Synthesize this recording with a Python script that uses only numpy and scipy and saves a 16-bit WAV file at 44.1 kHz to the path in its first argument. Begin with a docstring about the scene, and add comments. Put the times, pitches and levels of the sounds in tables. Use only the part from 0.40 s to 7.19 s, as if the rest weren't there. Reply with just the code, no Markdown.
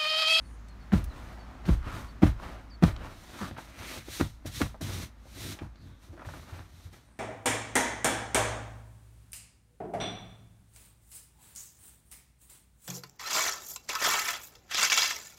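"""Hands pat, press and brush the velour seat cushions of a small caravan, close to the microphone.
Each impact expels the air under the palm, compresses the foam and excites the low modes of the board
and the seat box. Sliding friction hisses over the pile, the frame creaks by stick-slip, and feet boom
on the hollow floor. Outside are a low hum, distant traffic and faint birds."""
import sys
import numpy as np
from scipy import signal
from scipy.fft import rfft, irfft, next_fast_len
from scipy.io import wavfile

SR = 44100
rng = np.random.default_rng(int(sys.argv[2]) if len(sys.argv) > 2 else 0)


def dump_mix(stems):
    """Bounce the given channels to the path in sys.argv[1] as a 16-bit WAV at rate SR."""
    frames = np.atleast_2d(stems).T  # one column per channel
    limited = np.clip(frames, -1, 1)  # hard clip at full scale
    pcm = np.round(limited * 32767).astype(np.int16)
    wavfile.write(sys.argv[1], SR, pcm)


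N = 299439
TIME = np.arange(N) / SR


def undb(db):
    """Amplitude grows tenfold for every 20 dB."""
    return 10 ** (np.asarray(db) / 20)


def unit(x):
    """Normalisation to an rms of 1."""
    return x / np.sqrt(np.mean(x ** 2))


def colour(x, points):
    """Spectral shaping: x is filtered by a curve of (Hz, dB) points and scaled to an rms of 1."""
    hz, db = np.transpose(points)
    size = next_fast_len(N)
    bins = np.maximum(np.fft.rfftfreq(size, 1 / SR), 1)
    gain = undb(np.interp(np.log(bins), np.log(hz), db))
    return unit(irfft(rfft(x, size) * gain, size)[:N])


def walk(rate):
    """Random modulation: straight lines join `rate` Gaussian values a second."""
    knots = rng.standard_normal(4096)
    return np.interp(TIME * rate, np.arange(len(knots)), knots)


def grains(rate, spread_db):
    """Shot noise: fibres catch at random moments, a few harder than the rest."""
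    sizes = undb(spread_db * np.minimum(rng.exponential(size=N), 5))
    return unit((rng.random(N) < rate / SR) * sizes * rng.standard_normal(N))


def band_noise(order, edges_hz, samples):
    """Band-limited noise: white noise through a band-pass filter."""
    band = signal.butter(order, edges_hz, "bandpass", fs=SR, output="sos")
    return signal.sosfilt(band, rng.standard_normal(samples))


def add(out, start, sound):
    """Superposition: a sound joins the mix at `start` seconds."""
    i = max(int(start * SR), 0)
    out[i:i + len(sound)] += sound[:max(N - i, 0)]


def ring(modes, push_s, scatter):
    """Damped modes build up under a soft push and decay; the load detunes them a little."""
    t = TIME[:SR // 2]
    tones = 0
    for hz, db, t60 in modes:
        loaded_hz = hz * (1 + scatter * rng.standard_normal())
        tones += undb(db - 60 * t / t60) * np.sin(2 * np.pi * loaded_hz * t)
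    return tones * (1 - np.exp(-(t / push_s) ** 2))


# Spectra of the traffic and of the noise around the hum. Each row: frequency in Hz, relative density in dB.
TRAFFIC_SPECTRUM = [(20, -21), (60, 12), (110, -4.5), (230, 1), (420, -13), (750, -12.5), (1250, -11.5),
                    (2000, -17), (3000, -26), (4300, -28), (6500, -33), (9500, -42.5), (11000, -49.5),
                    (15000, -48)]
HUM_NOISE_SPECTRUM = [(15, -23.5), (37, -3.5), (65, 7.5), (90, -28), (300, -51.5)]
# Partials of the hum. Each row: frequency in Hz, relative level in dB.
HUM_PARTIALS = [(54.5, -0.5), (108, -13), (226, -33.5)]
# Course of the background. Each row: time in seconds, traffic gain in dB, hum gain in dB.
OUTSIDE_GAINS = [(0, -52, -46), (1.1, -49.5, -47.5), (2.3, -53, -49), (2.8, -62, -55.5),
                 (3.6, -59.5, -53.5), (5, -58.5, -54.5), (6.45, -65.5, -58.5), (6.79, -65, -69.5)]


def outside():
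    """Broadband traffic noise and a low hum, modulated in pitch and level, fade beyond the walls."""
    times, traffic_db, hum_db = np.transpose(OUTSIDE_GAINS)
    surge = undb(.8 * walk(4))
    traffic = colour(rng.standard_normal(N), TRAFFIC_SPECTRUM) * surge
    traffic *= undb(np.interp(TIME, times, traffic_db))
    wavering_time = np.cumsum(1 + 0.0059 * walk(5.09)) / SR
    partials = sum(undb(db) * np.sin(2 * np.pi * hz * wavering_time) for hz, db in HUM_PARTIALS)
    hum = unit(partials) * undb(.5 * walk(13))
    rumble = undb(-6.5) * colour(rng.standard_normal(N), HUM_NOISE_SPECTRUM)
    return traffic + (hum + rumble) * undb(np.interp(TIME, times, hum_db))


# The farthest birds. Each row: start in seconds, length in seconds, pitch in Hz, level in dB.
FAR_TWITTERS = [(0.0, 0.18, 9300, -69.5), (0.0, .3, 6500, -74.5), (5.36, 0.11, 4400, -70),
                (5.42, .2, 3600, -72), (6.62, 0.26, 8800, -75.5)]


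def twitter(relative_width=0.17):
    """The quick, high notes of far birds blur into narrow-band noise."""
    out = np.zeros(N)
    for start, length, hz, db in FAR_TWITTERS:
        arch = np.sin(np.linspace(0, np.pi, int(length * SR)))
        edges_hz = [hz * (1 - relative_width / 2), hz * (1 + relative_width / 2)]
        notes = unit(band_noise(2, edges_hz, SR))[:len(arch)]
        add(out, start, undb(db) * np.sqrt(np.abs(arch)) * notes)
    return out


# Each row: start in seconds, length in seconds, held pitch in Hz, level in dB, swoop as a share of pitch.
BIRD_CALLS = [(.04, 0.044, 4460, -66.5, .2), (.285, 0.055, 4250, -65, 0.003),
              (0.401, 0.051, 4400, -66.5, 0.11), (0.698, 0.039, 4000, -59, 0.12),
              (0.98, 0.078, 4470, -62.5, .05), (1.67, 0.053, 4520, -63, .04),
              (2.298, 0.065, 4540, -56.5, 0.5)]


def bird():
    """Frequency modulation: each call swoops down to a wavering note and drops off at the end."""
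    out, waver, tremor = np.zeros(N), walk(500), walk(200)
    for start, length, hz, db, swoop in BIRD_CALLS:
        progress = np.linspace(0, 1, int(length * SR))
        call = slice(int(start * SR), int(start * SR) + len(progress))
        pitch = hz * (1 + swoop * np.exp(-progress / .09) - .035 * progress ** 4 + 0.016 * waver[call])
        loudness = undb(db + 3.5 * tremor[call]) * np.sqrt(np.abs(np.sin(np.pi * progress)))
        add(out, start, loudness * np.sin(2 * np.pi * np.cumsum(pitch) / SR))
    return out


def gesture(start, attack, hold, release):
    """Friction noise follows hand speed: it rises 24.5 dB over the attack, holds and falls again."""
    away = np.maximum((start - TIME) / attack, (TIME - start - hold) / release)
    out, near = np.zeros(N), away < 4
    out[near] = undb(-24.5 * np.maximum(away[near], 0) ** 1.03)
    return out


# A hand slides over a cushion or eases off it. 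Each row: arrival at full speed, attack, hold and
# release in seconds, then gains of pile hiss, foam rasp and drag on the board in dB.
HAND_STROKES = [(.44, 0.18, 0.046, .04, -74, -66, -64), (0.765, 0.29, 0.17, 0.16, -63, -52, -53),
                (1.025, 0.14, 0.3, 0.064, -83, -60, -70), (1.264, 0.022, 0.053, .05, -53, -46, -43),
                (1.47, 0.082, 0.028, 0.099, -78, -43, -41.5), (1.544, 0.052, 0.027, 0.21, -52, -44, -43),
                (2.03, 0.096, 0.065, 0.25, -60, -44.5, -51.5), (2.607, .09, 0.035, 0.3, -64, -45, -46.5),
                (2.72, 0.21, 0.25, 0.16, -59.5, -63.5, -71), (2.972, 0.29, 0.12, 0.04, -53, -47, -57),
                (3.179, .012, 0.029, 0.42, -55, -51, -60), (3.389, 0.051, 0.038, 0.16, -53, -46.5, -49.5),
                (3.505, 0.18, 0.072, 0.07, -44.5, -48.5, -68), (3.738, 0.13, 0.063, .14, -40.5, -53.5, -61),
                (4.062, 0.0095, 0.013, 0.052, -43, -49, -39), (4.163, 0.085, 0.058, .11, -40, -56, -46.5),
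                (4.412, 0.0038, 0.22, 0.071, -43.5, -49, -42), (5.028, 0.19, .1, 0.067, -43, -52, -46),
                (5.442, 0.12, 0.038, 0.15, -67.5, -62, -48), (5.637, 0.083, .02, 0.18, -61, -63.5, -66),
                (5.864, 0.05, 0.12, 0.41, -57, -51.5, -53), (6.093, 0.059, 0.12, .08, -61, -52, -68),
                (6.39, 0.45, 0.063, 0.2, -61.5, -63.5, -65), (6.531, .03, 0.0089, 0.2, -58, -60, -59)]


def contact():
    """Incoherent sources add in power: strokes, sinking palms and sleeves drive pile, foam and drag."""
    sink_db, sleeves_db = np.array([-43, -33, -47]), np.array([-77, -70, -66])  # pile, foam, drag
    moves = [(gesture(*row[:4]), row[4:]) for row in HAND_STROKES]
    # after every pat the palm sinks into the foam, the louder the harder it landed
    for start, _, _, pop_db, *_ in PALM_IMPACTS:
        sink = gesture(start - 0.0064, attack=0.018, hold=0.05, release=0.084)
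        moves.append((sink, sink_db + 0.64 * pop_db))
    power = sum(np.outer(undb(dbs) ** 2, envelope ** 2) for envelope, dbs in moves)
    return np.sqrt(power + undb(sleeves_db)[:, None] ** 2)


# Friction spectra of pile, foam and board. Each row: frequency in Hz, relative density in dB.
PILE_SPECTRUM = [(200, -12.5), (500, -18.5), (1200, -5.5), (2000, 3), (2800, 0), (3900, 5.5), (4900, -0.5),
                 (6000, 2), (7500, -3), (9500, -2), (10400, -7.5), (11500, -4.5), (15500, -10)]
FOAM_SPECTRUM = [(100, -13), (270, 5.5), (480, -1), (720, -1), (1300, -3), (2000, -6.5), (2900, -12),
                 (5000, -22), (12000, -67)]
DRAG_SPECTRUM = [(18, -15.5), (35, -21.5), (60, -2), (88, 6), (130, 0), (200, -5), (300, -12), (450, -18.5),
                 (900, -55)]


def rubbing():
    """Sliding friction: the pile hisses, squeezed foam rasps lower, the cushion rumbles on its board."""
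    grip = undb(.9 * walk(70))
    pile = colour(rng.standard_normal(N) + 0.38 * grains(rate=3000, spread_db=1), PILE_SPECTRUM) * grip
    foam = colour(rng.standard_normal(N) + 0.5 * grains(rate=900, spread_db=4), FOAM_SPECTRUM)
    foam *= undb(2.1 * walk(70))
    drag = colour(rng.standard_normal(N), DRAG_SPECTRUM)
    brush, press, shift = contact()
    return pile * brush + undb(-0.5) * foam * press + undb(2.5) * drag * shift


def slip_run(start=5.776, count=6, first_gap_s=.0185, slowing=1.28, hz=1010, decay_s=0.011):
    """Stick-slip of the frame under leaning weight: a run of ticks that slows and peaks near its end."""
    gaps = first_gap_s * slowing ** np.arange(count)
    times = start + np.cumsum(gaps) - gaps
    levels_db = -40.5 - 12 * (np.linspace(0, 1, count) - 0.78) ** 2
    return [(time, db, hz, decay_s) for time, db in zip(times, levels_db)]


# Ticks of frame, seams and cuffs.
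# Each row: start in seconds, level in dB, nominal band frequency in Hz, decay time in seconds.
SLIP_TICKS = [(0.284, -57.5, 5970, .008), (.52, -30.5, 1200, 0.0032), (0.642, -44, 12900, 0.0053),
              (1.253, -47.5, 3020, 0.021), (1.82, -45, 2000, 0.0029), (2.564, -38, 2810, 0.0019),
              (3.165, -42.5, 1360, 0.013), (3.182, -37, 1130, 0.013), (4.05, -55, 1386, 0.012),
              (4.344, -39, 593, 0.0085), (4.408, -58, 1010, 0.0097), (4.854, -55.5, 490, 0.025),
              (5.189, -41.5, 2000, 0.0082), (5.357, -55, 3000, 0.0053)]


def creaks():
    """A brief transient has a broad spectrum: each slip is a fast-decaying burst of noise."""
    out, t = np.zeros(N), TIME[:SR // 10]
    for start, db, hz, decay in SLIP_TICKS + slip_run():
        burst = unit(band_noise(3, [hz / 8.9, min(hz * 1.54, SR / 2 - 1000)], len(t)))
        add(out, start, undb(db) * burst * np.exp(-t / decay))
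    return out


def swell(t, rise, fall):
    """Exponential growth up to t = 0 and exponential decay after it."""
    return np.exp(-np.abs(t) / np.where(t < 0, rise, fall))


def smack(t):
    """A pressure impulse: one steep step that swings back within a millisecond."""
    after = np.maximum(t, 0)
    return (1 - np.exp(-after / .00006)) * np.exp(-after / 0.00022) * np.cos(2 * np.pi * 1200 * after)


# Skin slapping the velour. Each row: frequency in Hz, relative density in dB.
SLAP_SPECTRUM = [(40, -47), (200, 2), (350, 9.5), (450, 2), (700, -4), (1000, -6.5), (1400, -7),
                 (2100, -13), (3800, -21.5), (7500, -34.5), (15000, -53)]
# Membrane modes of the taut cover. Each row: frequency in Hz, relative level in dB.
COVER_MODES = [(304, 0.5), (455, -14.5), (770, -18)]
# Modes of the plywood board under the foam and of the hollow seat box.
# Each row: frequency in Hz, relative level in dB, time to fall 60 dB in seconds.
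BOARD_MODES = [(93.6, 2, 0.19), (112.5, -8.5, 0.33), (140.5, -1, 0.19), (209.5, -6, 0.18),
               (306.5, -7, 0.15)]
BOX_MODES = [(30.35, -17.5, 0.96), (55.1, 2.5, 0.31), (66, 4, 0.19)]
# A palm lands on a cushion. Each row: time in seconds, air pop frequency in Hz, pop decay time in
# seconds, then gains of pop, cover, board, slap and crack in dB.
PALM_IMPACTS = [(0.538, 193.5, 0.012, -11, -25.5, -18, -27.5, -35),
                (1.294, 173, 0.012, -14, -21, -20.5, -31, -52),
                (1.835, 183, 0.0093, -9.5, -9, -14, -22, -26), (2.439, 174, 0.01, -6, -17, -18, -21, -6),
                (3.024, 204, 0.016, -29, -37, -35, -37, -42),
                (3.114, 245, 0.0026, -38, -42.5, -37, -45, -60),
                (3.574, 257, 0.0044, -41, -47, -40, -40.5, -52),
                (3.686, 376, 0.007, -51, -41.5, -45, -43, -51),
                (3.812, 173, 0.0087, -24, -24.5, -23.5, -24, -10),
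                (4.057, 604, 0.0054, -40, -34, -36, -61, -48),
                (4.218, 226, 0.0039, -22, -28.5, -25, -24.5, -5),
                (4.416, 633, 0.0061, -41.5, -30.5, -32, -48, -44),
                (5.221, 174, 0.021, -44, -33, -33, -49, -55)]


def pats():
    """Impact excitation: the palm pops the trapped air and the foam passes the push to board and box."""
    out, lead_s = np.zeros(N), .016  # the fingers touch before the palm
    t = TIME[:SR // 4] - lead_s
    touch = np.clip((t + lead_s) / .001, 0, 1)
    skin = colour(rng.standard_normal(N) + .5 * grains(rate=1500, spread_db=5), SLAP_SPECTRUM)
    slap_envelope = swell(t, rise=0.0099, fall=0.0069) + 0.057 * swell(t, rise=0.015, fall=0.014)
    cover = sum(undb(db) * np.sin(2 * np.pi * hz * t) for hz, db in COVER_MODES)
    cover *= swell(t, rise=0.0038, fall=0.0058)
    crack = smack(t + 0.00094) + 0.39 * smack(t - .0032)  # heel of the hand, then ball of the thumb
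    for start, pop_hz, pop_decay, pop_db, cover_db, board_db, slap_db, crack_db in PALM_IMPACTS:
        pitch = pop_hz * (1 - .11 * np.tanh(t / 0.024))  # falls as the hand buries itself in the foam
        phase = 2 * np.pi * np.cumsum(pitch) / SR
        pop = np.sin(phase - np.interp(0, t, phase)) * swell(t, rise=0.66 * pop_decay, fall=pop_decay)
        slap = skin[int(start * SR):][:len(t)] * slap_envelope
        blow = undb(slap_db) * slap - undb(pop_db) * pop - undb(cover_db) * cover - undb(crack_db) * crack
        add(out, start - lead_s, touch * blow)
        add(out, start - .003, undb(board_db) * ring(BOARD_MODES, push_s=0.0053, scatter=0.019))
        box_db = 4.5 + 1.45 * board_db  # nonlinear: mainly firm pats reach the box
        add(out, start + 0.0011, undb(box_db) * ring(BOX_MODES, push_s=.022, scatter=0.045))
    return out


# Low booms of the seat box: a strong one with the second pat, softer ones just after the first and
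# fourth. Each row: start in seconds, gain in dB.
BOX_BOOMS = [(1.297, -12), (0.616, -21), (0.657, -33), (2.505, -25)]


def box_booms():
    """Modal resonance: the hollow seat box booms in its low, damped modes."""
    out = np.zeros(N)
    for start, db in BOX_BOOMS:
        add(out, start, undb(db) * ring(BOX_MODES, push_s=0.028, scatter=0.028))
    return out


# Each row: peak time in seconds, half length in seconds, resonance in Hz, level in dB.
SKIN_SCUFFS = [(0.78, .03, 980, -51.5), (1.087, 0.19, 780, -57), (1.496, 0.067, 1270, -47),
               (1.615, 0.082, 1066, -51.5), (2.045, 0.051, 990, -51.5), (2.124, 0.049, 620, -52),
               (2.655, 0.019, 1040, -44.5), (3.028, 0.036, 1200, -40), (3.02, 0.13, 3450, -59),
               (3.486, 0.13, 2220, -50), (4.53, 0.076, 380, -51), (5.06, 0.098, 323, -48),
               (5.224, 0.039, 796, -52), (5.793, 0.096, 330, -52.5)]


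def scuffs():
    """Stick-slip friction: skin catches unevenly on the pile and drives a resonance of the taut cover."""
    out = np.zeros(N)
    slips = grains(rate=700, spread_db=1) + 0.82 * rng.standard_normal(N)
    for peak, half_length, hz, db in SKIN_SCUFFS:
        cover = signal.lfilter(*signal.iirpeak(hz, Q=3.5, fs=SR), slips)
        out += undb(db) * unit(cover) * np.exp(-((TIME - peak) / half_length) ** 2)
    return out


# Each row: frequency in Hz, relative level in dB, time to fall 60 dB in seconds.
FLOOR_MODES = [(87.6, 3, 0.21), (103, -4, 0.15), (155.7, -14.5, 0.32)]
# Feet shift on the floor. Each row: start in seconds, gain in dB.
FOOTFALLS = [(5.44, -60), (5.69, -37.5), (5.861, -33.5), (5.986, -38.5), (6.118, -33.5), (6.192, -36.5),
             (6.33, -41.5), (6.448, -36.5)]


def steps():
    """Modal resonance: the hollow floor booms under soft footfalls."""
    out = np.zeros(N)
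    for start, db in FOOTFALLS:
        add(out, start, undb(db) * ring(FLOOR_MODES, push_s=0.0096, scatter=0.041))
    return out


# Peaks and cancellations between the close walls. Each row: frequency in Hz, width in Hz, gain in dB.
STANDING_WAVES = [(284, 75, 1.5), (425.5, 55, -6.5), (554, 14, 3.5), (663, 26, 4.5), (1310, 390, 2)]
# Echoes from window, ceiling and lockers. Each row: delay in seconds, gain in dB.
EARLY_REFLECTIONS = [(.0023, -43.5), (.0051, -27.5), (.0083, -16.5), (0.0126, -17)]


def cabin(x):
    """Reflection in a small, padded room gives standing waves, early echoes and a very short tail."""
    for hz, width, db in STANDING_WAVES:
        x = x + (undb(db) - 1) * signal.lfilter(*signal.iirpeak(hz, hz / width, fs=SR), x)
    t = TIME[:SR // 4]
    tail = band_noise(1, [400, 5000], len(t)) * np.exp(-t / 0.026) * (t > .006)
    response = undb(-20) * tail / np.sqrt(np.sum(tail ** 2))
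    for delay, db in EARLY_REFLECTIONS:
        response[int(delay * SR)] += undb(db)
    # thin panels let the bass through instead of returning it
    panels = signal.butter(2, 400, "highpass", fs=SR, output="sos")
    return x + signal.sosfilt(panels, signal.fftconvolve(x, response)[:N])


def scene():
    """Superposition: close sounds ring in the cabin, and the outside lies beneath them."""
    inside = cabin(pats() + box_booms() + undb(-1.0) * rubbing() + scuffs() + creaks() + steps())
    return (inside + bird() + outside() + twitter())[None]


def record(dry):
    """Band limiting: the microphone loses the deepest bass, and the top is cut steeply."""
    dry = signal.sosfilt(signal.butter(2, 20, "highpass", fs=SR, output="sos"), dry)
    return signal.sosfilt(signal.ellip(10, .2, 80, 15550, fs=SR, output="sos"), dry)


dry = scene()
out = record(dry)
dump_mix(out)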